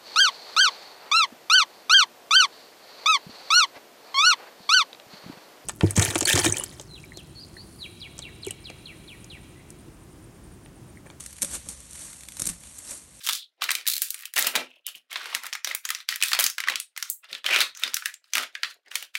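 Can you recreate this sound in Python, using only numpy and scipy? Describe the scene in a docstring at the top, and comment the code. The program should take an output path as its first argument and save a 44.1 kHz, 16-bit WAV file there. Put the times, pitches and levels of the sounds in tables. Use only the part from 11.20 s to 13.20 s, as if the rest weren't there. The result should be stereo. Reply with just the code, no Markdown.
"""Steel chain mail slides and tinkles as a glove of it is tugged over a hand, above a table in a small room.
Random clicks stand for ring contacts; each ticks and sets one of many tuned links ringing.
Folds clash in dense bursts of clicks; the weight lands as noise slaps and ringing table modes.
Under it lie filtered noise for the rubbing hands and still air, and a short tail of reflections.
Two closely spaced microphone ports pick it up; the left one lags in the treble."""
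import sys
import numpy as np
from scipy import signal
from scipy.fft import rfft, irfft
from scipy.io import wavfile
from scipy.ndimage import uniform_filter1d

SR = 44100
rng = np.random.default_rng(int(sys.argv[2]) if len(sys.argv) > 2 else 0)


def generate_wav(signal):
    """Clip the signal to [-1, 1] and save it as 16-bit WAV at the path in sys.argv[1]."""
    frames = np.transpose(np.atleast_2d(signal))
    scaled = np.clip(frames, -1, 1) * 32767
    pcm = np.round(scaled).astype(np.int16)
    wavfile.write(sys.argv[1], SR, pcm)


N = 88200
TIME_S = np.arange(N) / SR

# In colour tables only the shape counts where colour() is used: it evens out the overall level.
# Loudness course of the sliding mail, before SLIDE_DB: t/s, level/dB
SLIDE_LEVEL = [(0, -36.5), (0.04, -45.5), (0.12, -46), (0.205, -50.5), (0.235, -35.5), (0.29, -38.5),
               (0.35, -25.5), (0.385, -42.5), (0.44, -48.5), (0.48, -43), (0.505, -35), (0.56, -45.5),
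               (0.69, -47), (0.745, -42.5), (0.82, -35.5), (0.92, -41.5), (0.98, -43.5), (1.08, -48.5),
               (1.17, -42.5), (1.23, -38.5), (1.305, -36.5), (1.385, -50), (1.46, -43), (1.52, -45.5),
               (1.585, -41), (1.625, -43), (1.715, -31.5), (1.8, -44), (1.88, -51.5), (2.0, -47)]
# Tick of one ring on another, and its top treble: f/Hz, level/dB
TICK_COLOUR = [(100, -16.5), (250, -10), (560, -13.5), (750, -13.5), (1900, -14), (3200, -16.5),
               (4700, -12), (5500, -9.5), (7000, -6.5), (8700, -0.5)]
TICK_TREBLE = [(10500, -4), (12800, -5.5), (15700, -8)]
# A fold flops over or snaps taut: t/s, level/dB before CLASH_DB, length/s, dull part against bright/dB
FOLD_CLASHES = [(.005, -30.5, 0.0026, -15), (0.037, -36.5, 0.0028, -17), (0.061, -29, 0.0032, -14.5),
                (0.106, -41.5, 0.0014, -22), (0.128, -37.5, 0.0034, -15), (0.166, -40, 0.0012, -13),
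                (0.182, -41.5, 0.0064, -6.5), (0.2138, -35, 0.0035, -11), (0.2195, -18, 0.0059, -17),
                (.228, -17.5, 0.0029, -14), (0.231, -30, 0.0024, -29), (0.2464, -21.5, 0.00057, -14),
                (0.347, -41, .002, -13), (0.352, -32.5, 0.0026, -11), (0.4876, -26, 0.0002, -18),
                (0.492, -30, 0.00091, -23), (0.603, -39.5, 0.0037, -17.5), (0.708, -37, 0.0026, -21),
                (.731, -35.5, 0.0016, -14), (0.752, -40, 0.0069, -7.5), (.796, -41, 0.00089, -16),
                (0.93, -39, 0.0033, -7), (1.007, -40, 0.0022, -8), (1.034, -38, 0.0009, -7),
                (1.051, -46, 0.003, -5), (1.0861, -30.5, 0.0005, -7), (1.1205, -39, 0.00081, -7),
                (1.169, -32, 0.00041, -9), (1.189, -47, 0.0014, 1), (1.1953, -23.5, 0.0057, -16.5),
                (1.219, -16.5, 0.00025, -18), (1.241, -37, 0.0016, -5), (1.2538, -22.5, 0.0023, -21.5),
                (1.255, -45, 0.0012, -10), (1.266, -23, 0.0047, -16), (1.2711, -19, 0.0017, -19.5),
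                (1.2895, -22, .0006, -18), (1.2935, -28.5, 0.0087, -13.5), (1.404, -44, 0.0024, -20),
                (1.436, -49, 0.00056, 2), (1.558, -44, 0.0014, -24), (1.583, -36, 0.0077, -20),
                (1.708, -30, .002, -32), (1.775, -36.5, 0.0024, -38)]
# Bright part of a clash, and its top treble: f/Hz, level/dB
CLASH_COLOUR = [(120, -2), (300, -15), (560, -31), (800, -29.5), (1500, -43), (3000, -24.5), (4400, -20.5),
                (4900, -11), (5700, -9), (7200, -7.5), (9000, -1.5)]
CLASH_TREBLE = [(10500, -4), (11700, -2), (13200, -5), (15700, -4.5)]
# Dull part of a clash, from rings pressed against the hand: f/Hz, level/dB
DULL_COLOUR = [(300, -29.5), (900, -5.5), (1400, -2), (2100, 0.5), (3100, -2), (3800, 1), (5000, -3.5),
               (8000, -5), (12000, -40)]
# The mail lands on hand and table: t/s, low knock level/dB, slap level/dB
LANDINGS = [(.229, -80, -36.5), (0.254, -49, -74), (0.352, -57, -48), (0.463, -56, -47),
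            (1.198, -67, -43.5), (1.269, -60, -44.5), (1.298, -39, -64), (1.714, -57.5, -47)]
# Ways the table vibrates: f/Hz, level/dB, time to fall by 60 dB/s
TABLE_MODES = [(51, -3, .35), (120, -11, .08), (171, 4, .2)]
# Slap of the mail on the hand: f/Hz, level/dB
SLAP_COLOUR = [(50, -23.5), (130, -26), (230, -5), (330, 0.5), (440, -7.5), (550, 8.5), (720, -19.5),
               (1200, -6.5), (2500, -34)]
# Loudness course of the rubbing hands: t/s, level/dB
RUB_LEVEL = [(0, -51), (.2, -51), (.29, -46), (.42, -48), (.58, -51.5), (.85, -51.5), (1.0, -54.5),
             (1.16, -52.5), (1.26, -42), (1.33, -49), (1.39, -54), (1.46, -49.5), (1.55, -58), (1.7, -59),
             (2, -52.5)]
# Dull sound of the rubbing: f/Hz, level/dB
RUB_SHAPE = [(20, -63), (33, -20.5), (50, 0.5), (75, -0.5), (105, -7.5), (170, -7.5), (280, -12),
             (420, -35), (540, -15), (750, -44), (2000, -23)]
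# Still air of the room: f/Hz, level/dB
AIR_COLOUR = [(20, -32), (65, -1.5), (250, -6.5), (450, -11.5), (1000, -10.5), (4000, -34.5), (15000, -16)]
# Strength of the reflections: f/Hz, level/dB
REFLECTION_COLOUR = [(100, 2), (400, 9.5), (850, 0), (1500, -3), (4000, 4.5), (11000, -4)]
# Left-right difference in diffuse sound, before SIDE_DB: f/Hz, level/dB
SIDE_COLOUR = [(60, -10.5), (250, -0.5), (850, 5.5), (1300, 1.5), (1900, -29.5), (2700, -19.5), (5000, 3.5),
               (6500, -8.5), (9000, 9)]
# Phase lead of the left port (negative values are a lag): f/Hz, phase/rad
LEFT_PORT_PHASE = [(0, 0), (4150, 0), (4800, -1.1), (5450, -5.7), (5750, -6.28), (7400, -6.28),
                   (7800, -6.85), (8800, -7.35), (11300, -8.25), (12600, -9.42), (22050, -9.42)]

# Sliding: contacts per second at the average level, and dB of rate for each dB of level
SLIDE_DB, CONTACTS_PER_S, RATE_FOLLOWS = -3, 4500, .7
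SIZE_SPREAD_DB = 2.5  # unevenness of contact sizes
CLUMP_DB, CLUMP_RATE_HZ = 1.65, 37  # depth and speed of the clumping
LINK_HZ, LINK_SPREAD_OCT, LINK_T60_S = 8934, 0.066, 0.037
SLIDE_RING_DB, CLASH_RING_DB = -9.5, -12.5  # ringing against the ticks
# Dull clacks, and bright tinks of loose rings at the hem; cycles until they fall by 60 dB
CLACKS_PER_S, CLACK_DB, CLACK_LOW_HZ, CLACK_HIGH_HZ, CLACK_CYCLES = 260, -21, 1144, 4700, 22
TINKS_PER_S, TINK_DB, TINK_LOW_HZ, TINK_HIGH_HZ, TINK_CYCLES = 900, -9.5, 5360, 16070, 110
# Clashes: build-up time, fading time, and shortest span over which the level counts
CLASH_DB, CLASH_CONTACTS_PER_S = 1.5, 11000
GATHER_S, SETTLE_S, CLASH_SPAN_S = 0.00086, 0.0016, 0.0027
SLAP_DECAY_S = 0.012
CLASH_PAN_DB, THUD_PAN_DB = 0.7, -1.5  # above zero: louder on the left
MAIL_LOW_HZ = 138  # the small rings radiate little below this
AIR_DB, ROOM_DB, ROOM_T60_S = -61.5, -13.5, 0.12
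SIDE_DB, SIDE_TOP_HZ = -4.5, 11700
CUTOFF_HZ = 15900  # top of the whole sound


def from_db(db):
    """Turn decibels into a plain multiplier."""
    return 10 ** (np.asarray(db) / 20)


def rms_one(x):
    """Scale to an average power of one."""
    return x / np.sqrt(np.mean(x ** 2) + 1e-20)


def in_time(rows):
    """Join the (time, value) rows by straight lines."""
    return np.interp(TIME_S, *np.transpose(rows))


def gain_curve(points):
    """Join (frequency, dB) points by straight lines over pitch, as gains."""
    grid = np.fft.rfftfreq(2 * N, 1 / SR)
    hz, db = np.transpose(points)
    return from_db(np.interp(np.log(grid + 1), np.log(hz), db))


def shade(x, points):
    """Tone control that follows the points and shifts no frequency in time."""
    return irfft(rfft(x, 2 * N) * gain_curve(points))[..., :N]


def colour(x, points):
    """Tone control of unit power gain that sounds only after its input, never before."""
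    grid = np.fft.rfftfreq(2 * N, 1 / SR)
    top_fade = np.hypot(1, (grid / CUTOFF_HZ) ** 20)
    gain = rms_one(gain_curve(points) / top_fade)
    # Folding the cepstrum finds the phase that puts the energy as early as possible
    cepstrum = irfft(np.log(gain))
    cepstrum[1:N] *= 2
    cepstrum[N + 1:] = 0
    return irfft(rfft(x, 2 * N) * np.exp(rfft(cepstrum)))[..., :N]


def drift(rate_hz):
    """Slow random wandering of unit power: noise smoothed twice."""
    r = np.exp(-2 * np.pi * rate_hz / SR)
    wander = signal.lfilter([1], [1, -2 * r, r * r], rng.standard_normal(2 * N))
    return rms_one(wander[N:])  # skip the start-up


def ring(clicks, hz, t60_s):
    """Resonance: a unit click sets a dying sine of height about one ringing."""
    r = from_db(-60 / (t60_s * SR))
    w = 2 * np.pi * hz / SR
    return signal.lfilter([0, np.sin(w)], [1, -2 * r * np.cos(w), r * r], clicks + 1e-18)


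def contacts(rate):
    """Ring contacts as random clicks, many small and a few large."""
    size_db = SIZE_SPREAD_DB * np.minimum(rng.exponential(1, N), 4)
    sizes = from_db(size_db) * rng.choice([-1, 1], N)
    return sizes * (rng.random(N) < rate / SR)


def links(clicks, tick, ring_db, count=40):
    """Every contact ticks and sets one of many slightly unlike links ringing."""
    dealt = rng.integers(0, count, N)
    rank = (np.arange(count) + .5) / count
    # Most pitches lie close to the centre, a few farther out
    pitches = LINK_HZ * 2 ** (LINK_SPREAD_OCT * .5 * np.log(rank / (1 - rank)))
    rings = sum(ring(clicks * (dealt == k), hz, LINK_T60_S) for k, hz in enumerate(pitches))
    return colour(clicks, tick) + from_db(ring_db) * clicks.std() * rms_one(rings)


def pings(clicks, low_hz, high_hz, cycles, count=30):
    """Each click rings briefly at one of many pitches; the overall power is kept."""
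    dealt = rng.integers(0, count, N)
    rings = np.zeros(N)
    for k, hz in enumerate(np.linspace(low_hz, high_hz, count)):
        # Higher rings die sooner, so they start stronger
        rings += np.sqrt(hz) * ring(clicks * (dealt == k), hz, cycles / hz)
    return clicks.std() * rms_one(rings)


def no_bass(x):
    """Remove the bass that small rings hardly radiate."""
    return signal.sosfilt(signal.butter(4, MAIL_LOW_HZ, "high", fs=SR, output="sos"), x)


def pan(x, db):
    """Make left louder than right by this many dB."""
    return x * from_db(db * np.array([[.5], [-.5]]))


def spread(mid, side):
    """Left and right of a diffuse sound: they differ only below the top treble."""
    side = signal.sosfilt(signal.cheby1(10, .5, SIDE_TOP_HZ, fs=SR, output="sos"), side)
    return mid + from_db(SIDE_DB) * shade(side, SIDE_COLOUR) * np.array([[1], [-1]])


def still_air():
    """Faint steady hush of the room: filtered noise, partly different left and right."""
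    return from_db(AIR_DB) * spread(*colour(rng.standard_normal((2, N)), AIR_COLOUR))


def room(x):
    """Short, weak reflections: each sound is smeared by a tail of dying noise."""
    fade = from_db(-60 * TIME_S / ROOM_T60_S) * (TIME_S > .003)  # nothing in the first 3 ms
    tail = spread(*shade(rng.standard_normal((2, N)) * fade, REFLECTION_COLOUR))
    tail = tail / np.sqrt(np.sum(tail[0] ** 2))
    return from_db(ROOM_DB) * signal.fftconvolve(x[None], tail, axes=1)[:, :N]


def rubbing_hands():
    """Soft rumble of skin and mail shifting: dull noise that swells and sinks."""
    return from_db(in_time(RUB_LEVEL)) * rms_one(colour(rng.standard_normal(N), RUB_SHAPE))


def thuds():
    """The weight of the mail slaps the hand (short noise) and knocks the table (ringing modes)."""
    knocks, slaps = np.zeros(N), np.zeros(N)
    for start, knock_db, slap_db in LANDINGS:
        knocks[int(start * SR)] = from_db(knock_db)
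        fade = np.exp(-np.abs(TIME_S - start) / SLAP_DECAY_S)
        slaps += from_db(slap_db) * (TIME_S >= start) * fade
    table = sum(ring(knocks, hz, t60_s) * from_db(db) for hz, db, t60_s in TABLE_MODES)
    return table + no_bass(colour(slaps * rng.standard_normal(N), SLAP_COLOUR))


def clashing_folds():
    """Many rings collide within a few milliseconds, then settle."""
    bright, dull = np.zeros(N), np.zeros(N)
    clicks = contacts(CLASH_CONTACTS_PER_S)
    for start, db, length, dull_db in FOLD_CLASHES:
        rise = np.clip((TIME_S - start) / GATHER_S + .5, 0, 1) ** 2
        fall = np.exp(-np.maximum(TIME_S - start - length, 0) / SETTLE_S)
        burst = clicks * rise * fall
        # Set the energy, however many clicks chance put into the burst
        span = max(length, CLASH_SPAN_S) * SR
        burst *= from_db(db + CLASH_DB) * np.sqrt(span / (np.sum(burst ** 2) + 1e-9))
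        bright += burst
        dull += from_db(dull_db) * burst
    bright_clash = links(bright, CLASH_COLOUR + CLASH_TREBLE, CLASH_RING_DB)
    dull_clack = colour(dull * rng.choice([-1, 1], N), DULL_COLOUR)
    return bright_clash + dull_clack


def sliding_mail():
    """Faster movement brings more and harder ring contacts, in clumps, with clacks and tinks among them."""
    db = in_time(SLIDE_LEVEL)
    rate = CONTACTS_PER_S * from_db(RATE_FOLLOWS * (db - db.mean()))
    clicks = contacts(rate) * from_db(CLUMP_DB * drift(CLUMP_RATE_HZ))
    # Even out the power over about 25 ms, so that the level table alone sets the loudness
    clicks = clicks / np.sqrt(uniform_filter1d(clicks ** 2, size=1100) + 1e-6)
    clack_clicks = from_db(db + CLACK_DB) * rms_one(contacts(CLACKS_PER_S))
    clacks = pings(clack_clicks, CLACK_LOW_HZ, CLACK_HIGH_HZ, CLACK_CYCLES)
    tink_clicks = from_db(db + TINK_DB) * rms_one(contacts(TINKS_PER_S))
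    tinks = pings(tink_clicks, TINK_LOW_HZ, TINK_HIGH_HZ, TINK_CYCLES)
    sliding = links(clicks * from_db(db + SLIDE_DB), TICK_COLOUR + TICK_TREBLE, SLIDE_RING_DB)
    return sliding + clacks + tinks


def scene():
    """Mail, hands and table in the room, as left and right."""
    slide, clash, thud = no_bass(sliding_mail()), no_bass(clashing_folds()), thuds()
    air = still_air()
    direct = slide + pan(clash, CLASH_PAN_DB) + pan(thud, THUD_PAN_DB)
    return direct + room(slide + clash + thud) + rubbing_hands() + air


def record(dry):
    """The left port lags in the treble; the very top is cut on both sides."""
    hz = np.fft.rfftfreq(2 * N, 1 / SR)
    turn = np.exp(1j * np.interp(hz, *np.transpose(LEFT_PORT_PHASE)))
    left = irfft(rfft(dry[0], 2 * N) * turn)[:N]
    top_cut = signal.ellip(12, .1, 80, CUTOFF_HZ, fs=SR, output="sos")
    return signal.sosfilt(top_cut, [left, dry[1]])


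dry = scene()
out = record(dry)
generate_wav(out)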